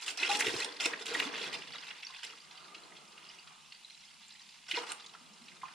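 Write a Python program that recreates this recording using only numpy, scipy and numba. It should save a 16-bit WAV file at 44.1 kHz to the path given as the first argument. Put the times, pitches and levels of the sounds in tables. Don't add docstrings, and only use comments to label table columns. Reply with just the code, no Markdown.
import sys
import numpy as np
from scipy import signal
from scipy.fft import rfft, irfft, next_fast_len
from scipy.io import wavfile
from numba import njit

SR = 44100
rng = np.random.default_rng(int(sys.argv[2]) if len(sys.argv) > 2 else 0)


def to_wav(sig):
    pcm = np.clip(np.atleast_2d(sig), -1, 1) * 32767
    pcm = np.round(pcm).astype(np.int16)
    wavfile.write(sys.argv[1], SR, pcm.T)


N = 253120

ROOM_TONE_EQ = [(20, 6), (60, 3.5), (115, 4.5), (230, 5), (330, 5.5), (550, 3.5), (900, 12.5), (2000, -25)]
FIZZ_EQ = [(900, -69), (1400, -13), (1700, -34), (2100, -4.5), (3000, 4), (4000, -2), (5900, -6),
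           (7300, -6), (9000, -7.5), (10400, -12.5), (10700, -17.5), (11500, -25.5), (14100, -25.5),
           (15200, -60)]
CHURN_EQ = [(560, -42), (700, -13.5), (920, -2), (1250, -4.5), (1700, -1), (2100, 0), (2800, 4), (3500, 2),
            (4100, -0.5), (4700, 0), (5500, -8), (6800, -15.5), (9000, -20.5), (11500, -32), (15000, -42)]
RUMBLE_EQ = [(180, -18), (240, -9.5), (290, -5.5), (340, 3.5), (420, 0), (580, -0.5), (750, -4), (1000, -8)]
HOLLOW_EQ = [(620, -12), (800, -5), (930, -3), (1060, -3.5), (1150, -0.5), (1235, 2.5), (1310, -1),
             (1420, -3), (1700, -12), (3000, -6)]
DRUM_EQ = [(95, -47), (122, -37), (150, 2), (195, -1.5), (235, 0), (290, -10.5), (420, -21)]
GURGLE_EQ = [(60, -77), (120, -27), (190, -22.5), (260, -2.5), (340, -5.5), (400, -1), (475, 2.5),
             (550, -3.5), (750, -6.5), (950, -6), (1500, -8), (2000, -6)]
SLAP_EQ = [(300, -33), (800, -10), (1500, -8), (2700, 10), (4000, 5), (5500, -13.5), (9000, -26),
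           (11500, -15)]
SPRAY_EQ = [(2500, -20), (5000, 0), (7500, 2), (9000, -0.5), (11300, -15.5), (14000, -23), (16000, -28)]
SPLASH_EQ = [(250, -29), (550, -6), (950, -0.5), (1250, -3), (1480, 8), (1650, 0.5), (2000, 6), (2700, 9.5),
             (3500, 8.5), (4700, 0), (5500, 0.5), (6800, -21), (9000, -40), (11500, -52), (15000, -71)]

CHURN_RIDE = [(0.0, -45), (0.16, -55), (0.32, -50), (0.49, -48.5), (0.64, -48), (0.78, -49.5),
              (0.89, -48.5), (1.04, -51.5), (1.12, -44), (1.25, -42), (1.36, -42.5), (1.52, -46.5),
              (1.64, -52), (1.8, -49), (1.95, -53), (2.15, -51.5), (2.45, -58), (2.89, -62), (3.1, -62.5),
              (3.3, -57.5), (3.56, -63), (4.67, -58), (4.89, -50.5), (5.15, -64), (5.35, -62), (5.74, -58)]
RUMBLE_RIDE = [(2.2, -99), (2.49, -72.5), (2.8, -62), (3.05, -66.5), (3.35, -72), (3.6, -80.5), (3.96, -90),
               (4.73, -88), (4.775, -48), (4.84, -56.5), (4.875, -78), (4.918, -69), (4.945, -85),
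               (5.05, -73), (5.408, -73.5), (5.74, -73.5)]
HOLLOW_RIDE = [(2.3, -79), (2.55, -61.5), (2.75, -60), (3.05, -64.5), (3.25, -61), (3.4, -70),
               (3.52, -59.5), (3.62, -70), (4.05, -83), (4.15, -69), (4.3, -96), (4.73, -90),
               (4.775, -52.5), (4.84, -46.5), (4.875, -64), (4.918, -44), (4.945, -58), (5.05, -64.5),
               (5.4, -66.5), (5.6, -70), (5.66, -56), (5.74, -60)]
DRUM_RIDE = [(0.0, -82), (0.22, -87), (0.45, -65), (0.69, -89), (0.83, -73), (1.02, -70.5), (1.6, -66),
             (1.97, -80), (2.22, -82), (2.86, -71.5), (3.87, -81), (5.02, -78.5), (5.29, -71.5),
             (5.74, -74)]

# t/s, level/dB, f/Hz, t60/s, pitch glide over t60 as a share
GLUGS = [(0.225, -36.5, 387, 0.14, -0.25), (.295, -35.5, 895, 0.12, -0.0065),
         (0.296, -31, 1177, 0.073, 0.009), (0.349, -36, 293, 0.042, 0.15),
         (0.461, -24.5, 424, 0.073, -0.047), (0.468, -40, 118, 0.12, 0.27), (.479, -15.5, 384, 0.023, 0.18),
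         (0.539, -21.5, 379, 0.031, -0.16), (0.544, -41.5, 126, 0.1, 0.0017),
         (0.857, -27, 326, 0.045, 0.086), (1.109, -30, 461, 0.058, 0.018), (1.255, -26, 249, 0.037, 0.029),
         (4.735, -40.5, 334, 0.076, 0.15), (4.771, -41, 471, 0.14, 0.1), (4.773, -38, 958, 0.1, 0.053),
         (5.141, -28.5, 866, 0.007, 0.17), (5.21, -56, 244, 0.16, 0.059), (5.301, -57, 207, .2, .03),
         (5.41, -53, 232, 0.22, 0.17), (5.632, -31, 840, 0.025, 0.1), (5.633, -28, 1040, 0.032, -0.025),
         (5.639, -31.5, 1106, 0.023, -0.15)]
# t/s, level/dB, f/Hz, splash trim/dB, t60/s
POPS = [(.079, -31, 2910, 10, 0.027), (.198, -30, 4000, -15, 0.031), (.230, -17.5, 2576, 2.5, 0.039),
        (.247, -20, 2760, -4, 0.014), (.296, -25.5, 3980, -11, 0.02), (.312, -19, 2440, -0.5, 0.016),
        (.348, -24, 2760, 7, 0.022), (.371, -32, 5400, -2, .02), (.371, -34, 8600, -2, 0.013),
        (.406, -25.5, 1900, 11, 0.032), (.420, -28, 2380, 11, 0.02), (.467, -24.5, 2330, 6, 0.018),
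        (.563, -32.5, 4180, -12, 0.025), (.603, -23, 4050, -10, 0.016), (.606, -26, 1900, -13, 0.027),
        (.620, -20, 2500, -17, 0.019), (.645, -27.5, 3930, -1, 0.022), (.646, -29.5, 5330, -20, 0.02),
        (.646, -26.5, 8560, -10, 0.0098), (.688, -37, 3430, -8, 0.04), (.846, -28, 2450, 6, 0.036),
        (.847, -28, 5400, -15, 0.018), (.860, -18.5, 2570, -13, 0.017), (.860, -26.5, 5220, -14, 0.012),
        (.934, -18.5, 1820, -3.5, 0.018), (1.059, -27.5, 2510, -17, 0.011), (1.066, -31, 3720, -21, 0.027),
        (1.148, -23, 1880, 0, 0.034), (1.198, -22, 2150, 6, 0.016), (1.224, -32, 2400, 5, 0.046),
        (1.251, -28.5, 3510, -16, 0.025), (1.336, -29.5, 2380, 4.5, .024), (1.414, -30, 3400, 0, 0.018),
        (1.464, -29.5, 3270, -9, 0.024), (1.531, -27.5, 3040, -10, 0.017), (1.582, -43, 4730, 5, 0.022),
        (1.619, -34.5, 2880, 2, 0.014), (1.682, -38.5, 3440, -7, .024), (1.726, -40, 4530, -9, 0.024),
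        (1.747, -37, 1140, 1, 0.024), (1.756, -28, 3750, -24, 0.015), (1.837, -39, 2600, -11, 0.033),
        (1.884, -33, 2600, -21, 0.0095), (1.906, -42, 2210, 7, 0.022), (1.984, -44, 3650, -7, .016),
        (2.002, -37, 2840, -4, 0.012), (2.030, -39, 2590, 8.5, 0.042), (2.049, -35.5, 5480, -29, 0.025),
        (2.068, -28.5, 4600, -21, 0.015), (2.069, -42, 6180, -18, 0.02), (2.099, -43, 1040, 0, 0.05),
        (2.161, -41.5, 2650, 7.5, 0.029), (2.178, -49, 5560, -11, .022), (2.223, -44, 4630, -6, 0.024),
        (2.266, -38, 4700, 0, 0.016), (2.333, -44, 1340, 3, 0.025), (2.403, -45, 4660, -12, 0.024),
        (2.509, -39.5, 3360, 1, 0.013), (2.574, -43.5, 4580, -8, .024), (2.576, -39.5, 3040, 0, .022),
        (2.745, -36, 2740, 4.5, 0.02), (2.746, -44, 4820, -2, 0.017), (2.751, -44.5, 2660, 0, 0.034),
        (2.781, -41, 4040, -12, 0.012), (2.835, -41, 4130, -12, 0.016), (2.920, -40.5, 1940, -5, 0.019),
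        (2.965, -39.5, 3250, 1, .022), (3.178, -34, 2740, -7, 0.014), (3.289, -40, 4900, -10, .022),
        (3.296, -47, 5440, -14, 0.026), (3.300, -39, 2910, -4, 0.022), (3.387, -38.5, 2790, -14, 0.02),
        (3.395, -45, 4670, -14, 0.027), (3.472, -48.5, 2940, 10, 0.017), (3.721, -35, 2730, -0.5, 0.016),
        (3.722, -40, 4300, -18, .024), (3.749, -45, 4600, -18, 0.023), (3.847, -36.5, 3920, -25, 0.024),
        (3.899, -42, 4060, -8, 0.02), (3.945, -45.5, 3920, 2, 0.02), (4.036, -47, 2120, -4, .022),
        (4.052, -47, 5040, -4, .02), (4.241, -50, 4190, -8, .022), (4.281, -47.5, 7350, -1, 0.016),
        (4.306, -43.5, 4070, -4, 0.021), (4.322, -46.5, 4970, -1, .02), (4.339, -50, 7800, -1, .016),
        (4.350, -46, 1960, -8, 0.026), (4.395, -45, 3950, -2, .022), (4.418, -43, 4630, -8, 0.021),
        (4.488, -51, 3720, 12, 0.015), (4.683, -42, 5510, -10, .02), (4.7115, -17, 2950, -3.5, 0.016),
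        (4.718, -24.5, 2070, -8, 0.019), (4.739, -28, 2490, 3.5, 0.036), (4.746, -31, 2860, -14, 0.049),
        (4.768, -22, 4220, -9, 0.014), (4.897, -37, 4180, -1, 0.035), (4.919, -24.5, 9000, -8, 0.0098),
        (4.919, -34.5, 7450, -16, 0.014), (4.998, -38, 3730, 0, 0.015), (5.042, -43.5, 3430, -3, 0.039),
        (5.062, -39, 3970, 2, 0.014), (5.062, -37.5, 7030, -13, 0.0099), (5.095, -42, 3870, -2, 0.017),
        (5.148, -40.5, 1330, 1.5, 0.032), (5.482, -42, 2790, 5, 0.026), (5.516, -44, 2050, -2, 0.02),
        (5.615, -39, 2070, 0, 0.02), (5.654, -42, 2470, -2, 0.022), (5.681, -43, 1860, 4, 0.018)]
# t/s, level/dB, relative spray/dB
SLAPS = [(0.173, -38, 2), (.232, -29, -24), (0.296, -38, -12), (0.3127, -25, -20), (0.3714, -38.5, 6),
         (0.405, -29, 6), (0.4678, -22, -14), (0.6017, -33, 1), (.645, -28.5, -9), (0.8, -30, -16),
         (.861, -46, -9), (1.057, -40.5, 5), (1.067, -30, -22), (1.2, -23, -19), (1.53, -36.5, -6),
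         (2.001, -42, -27), (2.233, -42, -9), (2.249, -41, -1), (3.906, -43.5, -13), (4.713, -23, -19.5),
         (4.768, -43, -23), (4.919, -30.5, -7.5), (5.061, -53.5, -7)]
# t/s, length/s, level/dB, relative spray/dB
SHEETS = [(0.01, 0.034, -52, -0.5), (0.06, 0.048, -41, -4), (0.172, 0.044, -38, -14.5),
          (0.217, 0.061, -36.5, -15), (0.289, 0.073, -35.5, -8.5), (0.388, 0.023, -35, -4.5),
          (0.442, 0.039, -37, -10.5), (0.482, 0.15, -40, -9.5), (0.642, 0.0064, -46, -10),
          (0.798, 0.056, -36, -10), (0.854, 0.0045, -34, -4), (0.992, 0.032, -45, -12),
          (1.058, 0.0076, -44, -5), (1.077, 0.036, -42.5, -11.5), (1.135, 0.012, -35, -10),
          (1.16, 0.1, -49.5, -5), (1.189, 0.0059, -38.5, -23), (1.32, 0.02, -46, -18),
          (1.36, 0.12, -44, -14), (1.532, 0.015, -37.5, -14.5), (1.73, 0.017, -48, -17),
          (1.866, 0.019, -50.5, -11.5), (1.901, 0.011, -47.5, -31), (2.229, 0.018, -42, -11.5),
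          (2.271, 0.034, -53, -17), (4.684, 0.042, -45.5, -10), (4.744, 0.042, -38.5, -17),
          (4.786, 0.053, -58, -2), (4.863, 0.024, -50, -7), (4.889, 0.025, -48.5, -7.5),
          (5.132, 0.011, -54.5, -27)]

# f/Hz, gain/dB, Q
BUCKET_RESONANCES = [(310, 1.5, 39), (546, -7, 7.1), (1160, -4.5, 68), (1778, -2, 19), (2060, 4, 37),
                     (2268, -3.5, 27), (2880, 2.5, 44), (3070, -3.5, 5.6), (3790, -5.5, 44),
                     (4100, 2, 12.5), (4300, -6, 44), (4930, -2, 51), (7480, 2.5, 42), (8140, -4, 12),
                     (9200, -0.5, 20)]
# f/Hz, side over mid/dB
WIDTH_EQ = [(120, 18), (350, -32), (700, -2.5), (1050, -2), (1600, -4), (2400, -18), (4100, -13.5),
            (5200, -2), (6200, -2.5), (14000, 0)]
# f/Hz, left over right/dB
BALANCE_EQ = [(500, 0.1), (800, 1), (1020, -3.5), (1420, 1.5), (1700, -1), (3200, -2.5), (4300, 0),
              (5600, -5), (6300, 3), (7800, -1), (8900, -7.5), (11000, 0), (14000, 0.5)]


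def from_db(db):
    return 10 ** (np.asarray(db) / 20)


def rms_one(x):
    return x / np.sqrt(np.mean(x ** 2) + 1e-20)


def ride_db(ride):
    return np.interp(np.arange(N) / SR, *np.transpose(ride))


def eq(x, points):
    hz, db = np.transpose(points)
    size = next_fast_len(x.shape[-1] + SR // 10)
    log_hz = np.log(np.maximum(np.arange(size // 2 + 1) * SR / size, 1))
    gain = from_db(np.interp(log_hz, np.log(hz), db))
    return irfft(rfft(x, size) * gain, size)[..., :x.shape[-1]]


def fade(t, t60):
    return np.exp(-np.log(1000) * t / t60)


def add(out, s, sound):
    at = int(s * SR)
    out[at:at + len(sound)] += sound[:N - at]


def lumps(per_s, spread_db):
    steps = np.clip(rng.spawn(1)[0].standard_normal(int(per_s * N / SR) + 2), -2, 2)
    wobble = np.interp(np.arange(N) * per_s / SR, np.arange(len(steps)), steps)
    return rms_one(from_db(spread_db * wobble))


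def bubble(t, hz, t60, swell_cycles, rise):
    swell = (1 - np.exp(-t * hz / swell_cycles)) ** 2
    return np.sin(2 * np.pi * hz * (t + rise * t * t / (2 * t60))) * swell * fade(t, t60)


@njit
def ring_all(starts, ends, gains, pull, loss):
    out = np.zeros((2, N))
    for k in range(len(starts)):
        now, before = 1., 0.
        for i in range(starts[k], ends[k]):
            out[0, i] += gains[k, 0] * now
            out[1, i] += gains[k, 1] * now
            now, before = pull[k] * now - loss[k] * before, now
    return out


def swarm(spectrum, per_s, size_db, cycles, wash_db):
    when, pitch, size, place = rng.spawn(1)[0].random((int(per_s * N / SR) + 1, 4)).T
    low, high = spectrum[0][0], min(spectrum[-1][0], SR / 3)
    hz = low * (high / low) ** pitch
    turn, shrink = 2 * np.pi * hz / SR, fade(hz / SR, cycles)
    strength = from_db(size_db * np.minimum(-np.log(1 - size), 3))
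    kick = hz * np.sin(turn) * strength
    gains = np.column_stack([kick, kick * np.sqrt(3) * (2 * place - 1)])
    starts = (when * N).astype(int)
    ends = np.minimum(starts + (cycles / 2 * SR / hz).astype(int), N)
    rings = ring_all(starts, ends, gains, pull=2 * shrink * np.cos(turn), loss=shrink ** 2)
    wash = rng.standard_normal((2, N)) * np.sqrt(SR / 2 / (high - low))
    rolled_off = [(low / 2, -80), *spectrum, (spectrum[-1][0] * 2, -80)]
    mid, side = eq(rms_one(rings) + from_db(wash_db) * wash, rolled_off)
    return rms_one(mid) + eq(rms_one(side), WIDTH_EQ) * [[1], [-1]]


def room_tone():
    return from_db(-73.5) * rms_one(eq(rng.standard_normal((2, N)), ROOM_TONE_EQ))


def workshop_reverb(x, t60=0.24, predelay_s=0.004, wet_db=-8):
    t = np.arange(int((t60 + predelay_s) * SR) + 2) / SR
    tails = rng.standard_normal((2, len(t))) * fade(t, t60) * (t >= predelay_s)
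    tails /= np.linalg.norm(tails, axis=1, keepdims=True)
    return x + from_db(wet_db) * signal.fftconvolve(x, tails, axes=1)[:, :N]


def bucket_air(x):
    for hz, db, q in BUCKET_RESONANCES:
        x = x + (from_db(db) - 1) * signal.lfilter(*signal.iirpeak(hz, q, fs=SR), x)
    return x


def fizz():
    return from_db(-62) * swarm(FIZZ_EQ, per_s=2500, size_db=10.5, cycles=46, wash_db=7)


def crackle(churn_db, per_s=31, low_hz=2540, high_hz=5880, splash_db=2.5, t60=0.044):
    when, size, pitch = rng.spawn(1)[0].random((int(per_s * N / SR) + 1, 3)).T
    levels = np.minimum(churn_db[(when * N).astype(int)] + 5, -56) - 2 * size ** 2
    pitches = low_hz * (high_hz / low_hz) ** pitch
    return pops([(s, db, hz, splash_db, t60) for s, db, hz in zip(when * N / SR, levels, pitches)])


def churn(churn_db):
    trickle = swarm(CHURN_EQ, per_s=2200, size_db=1.5, cycles=37, wash_db=-10.5)
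    return from_db(churn_db - 1) * trickle * lumps(per_s=130, spread_db=3.5)


def rumble():
    return from_db(ride_db(RUMBLE_RIDE)) * swarm(RUMBLE_EQ, per_s=540, size_db=0, cycles=42, wash_db=-1)


def bucket_body():
    hollow = swarm(HOLLOW_EQ, per_s=500, size_db=1.5, cycles=70, wash_db=-1.5)
    drum = swarm(DRUM_EQ, per_s=270, size_db=1.5, cycles=22.4, wash_db=-5.5)
    return from_db(ride_db(HOLLOW_RIDE)) * hollow + from_db(ride_db(DRUM_RIDE) + 1) * drum


def gurgle(force, churn_db, settle_t60=1, bare_churn_db=-43, trim_db=-2):
    keep = fade(1 / SR, settle_t60) ** 2
    heave = np.sqrt(signal.lfilter([1 - keep], [1, -keep], force ** 2 + 1e-18))
    foam_db = churn_db - bare_churn_db
    bubbles = swarm(GURGLE_EQ, per_s=300, size_db=1.5, cycles=23.3, wash_db=-2.5)
    return heave * from_db(trim_db + foam_db) * bubbles


def glugs():
    out, t = np.zeros(N), np.arange(SR // 3) / SR
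    for s, db, hz, t60, rise in GLUGS:
        add(out, s, from_db(db) * bubble(t, hz, t60, swell_cycles=0.61, rise=rise))
    return out * lumps(per_s=100, spread_db=4)


def big_pocket(start_s=0.2945, life_s=0.152, start_hz=809, rise=0.12, sustain_db=-14.5):
    out, t = np.zeros(N), np.arange(SR // 4) / SR
    hz = start_hz * (1 + rise * np.minimum(t / life_s, 1) ** 2)
    ring = (1 - np.exp(-t * start_hz)) ** 2 * (fade(t, t60=0.26) + from_db(sustain_db))
    release = fade(np.maximum(t - life_s, 0), t60=0.05)
    add(out, start_s, from_db(-30) * ring * release * np.sin(2 * np.pi * np.cumsum(hz) / SR))
    return out * lumps(per_s=160, spread_db=2)


def pops(rows, attack_s=0.0021):
    out, t = np.zeros(N), np.arange(SR // 14) / SR
    noises = rng.spawn(1)[0].standard_normal((len(rows), len(t)))
    burst = (1 - np.exp(-t / attack_s)) ** 2 * fade(t, t60=0.035)
    for (s, db, hz, splash_db, t60), noise in zip(rows, noises):
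        band = np.concatenate(signal.iirpeak(hz, Q=1.1, fs=SR))
        droplets = np.tanh(rms_one(signal.sosfilt([band] * 2, noise)))
        splash = rms_one(signal.sosfilt([band], droplets)) * burst
        ring = bubble(t, hz, t60, swell_cycles=2.16, rise=0.068)
        add(out, s, from_db(db - 3) * ring + from_db(db + splash_db - 6.5) * splash)
    return eq(out, [(8500, 4), (11500, -12)])


def slaps(attack_s=0.00038):
    force, mist, t = np.zeros(N), np.zeros(N), np.arange(SR // 20) / SR
    crack = (1 - np.exp(-t / attack_s)) * fade(t, t60=0.018)
    for s, db, spray_db in SLAPS:
        add(force, s, from_db(db) * crack)
        add(mist, s, from_db(db + spray_db) * crack)
    body = swarm(SLAP_EQ, per_s=11000, size_db=-4.5, cycles=17, wash_db=-9.5)
    spray = swarm(SPRAY_EQ, per_s=1700, size_db=4.5, cycles=36, wash_db=5)
    return from_db(-1) * (force * body + mist * spray)


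def sheet_envelopes(attack_s=0.004, swell_db=1.5, t60=0.075):
    force, mist = np.zeros(N), np.zeros(N)
    for s, length, db, spray_db in SHEETS:
        t = np.arange(int((length + t60) * SR)) / SR
        swell = from_db(db + swell_db * (np.minimum(t / length, 1) - 0.5))
        gain = swell * np.minimum(t / attack_s, 1) * fade(np.maximum(t - length, 0), t60)
        add(force, s, gain)
        add(mist, s, gain * from_db(spray_db))
    return force, mist


def spatters(force, mist):
    drops = swarm(SPLASH_EQ, per_s=1900, size_db=-2.1, cycles=95, wash_db=-8)
    spray = swarm(SPRAY_EQ, per_s=1400, size_db=3.5, cycles=190, wash_db=3)
    return (force * drops + mist * spray) * lumps(per_s=240, spread_db=1.5)


def scene():
    churn_db = ride_db(CHURN_RIDE)
    force, mist = sheet_envelopes()
    surface = churn(churn_db) + crackle(churn_db) + fizz()
    depths = gurgle(force, churn_db) + rumble() + bucket_body()
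    hits = spatters(force, mist) + slaps() + pops(POPS) + glugs() + big_pocket()
    return room_tone() + workshop_reverb(bucket_air(surface + depths + hits))


def record(dry):
    left = eq(dry[0], [(hz, db / 2) for hz, db in BALANCE_EQ])
    right = eq(dry[1], [(hz, -db / 2) for hz, db in BALANCE_EQ])
    low_pass = signal.ellip(10, 0.2, 70, 15500, fs=SR, output="sos")
    return signal.sosfilt(low_pass, [left, right])


dry = scene()
out = record(dry)
to_wav(out)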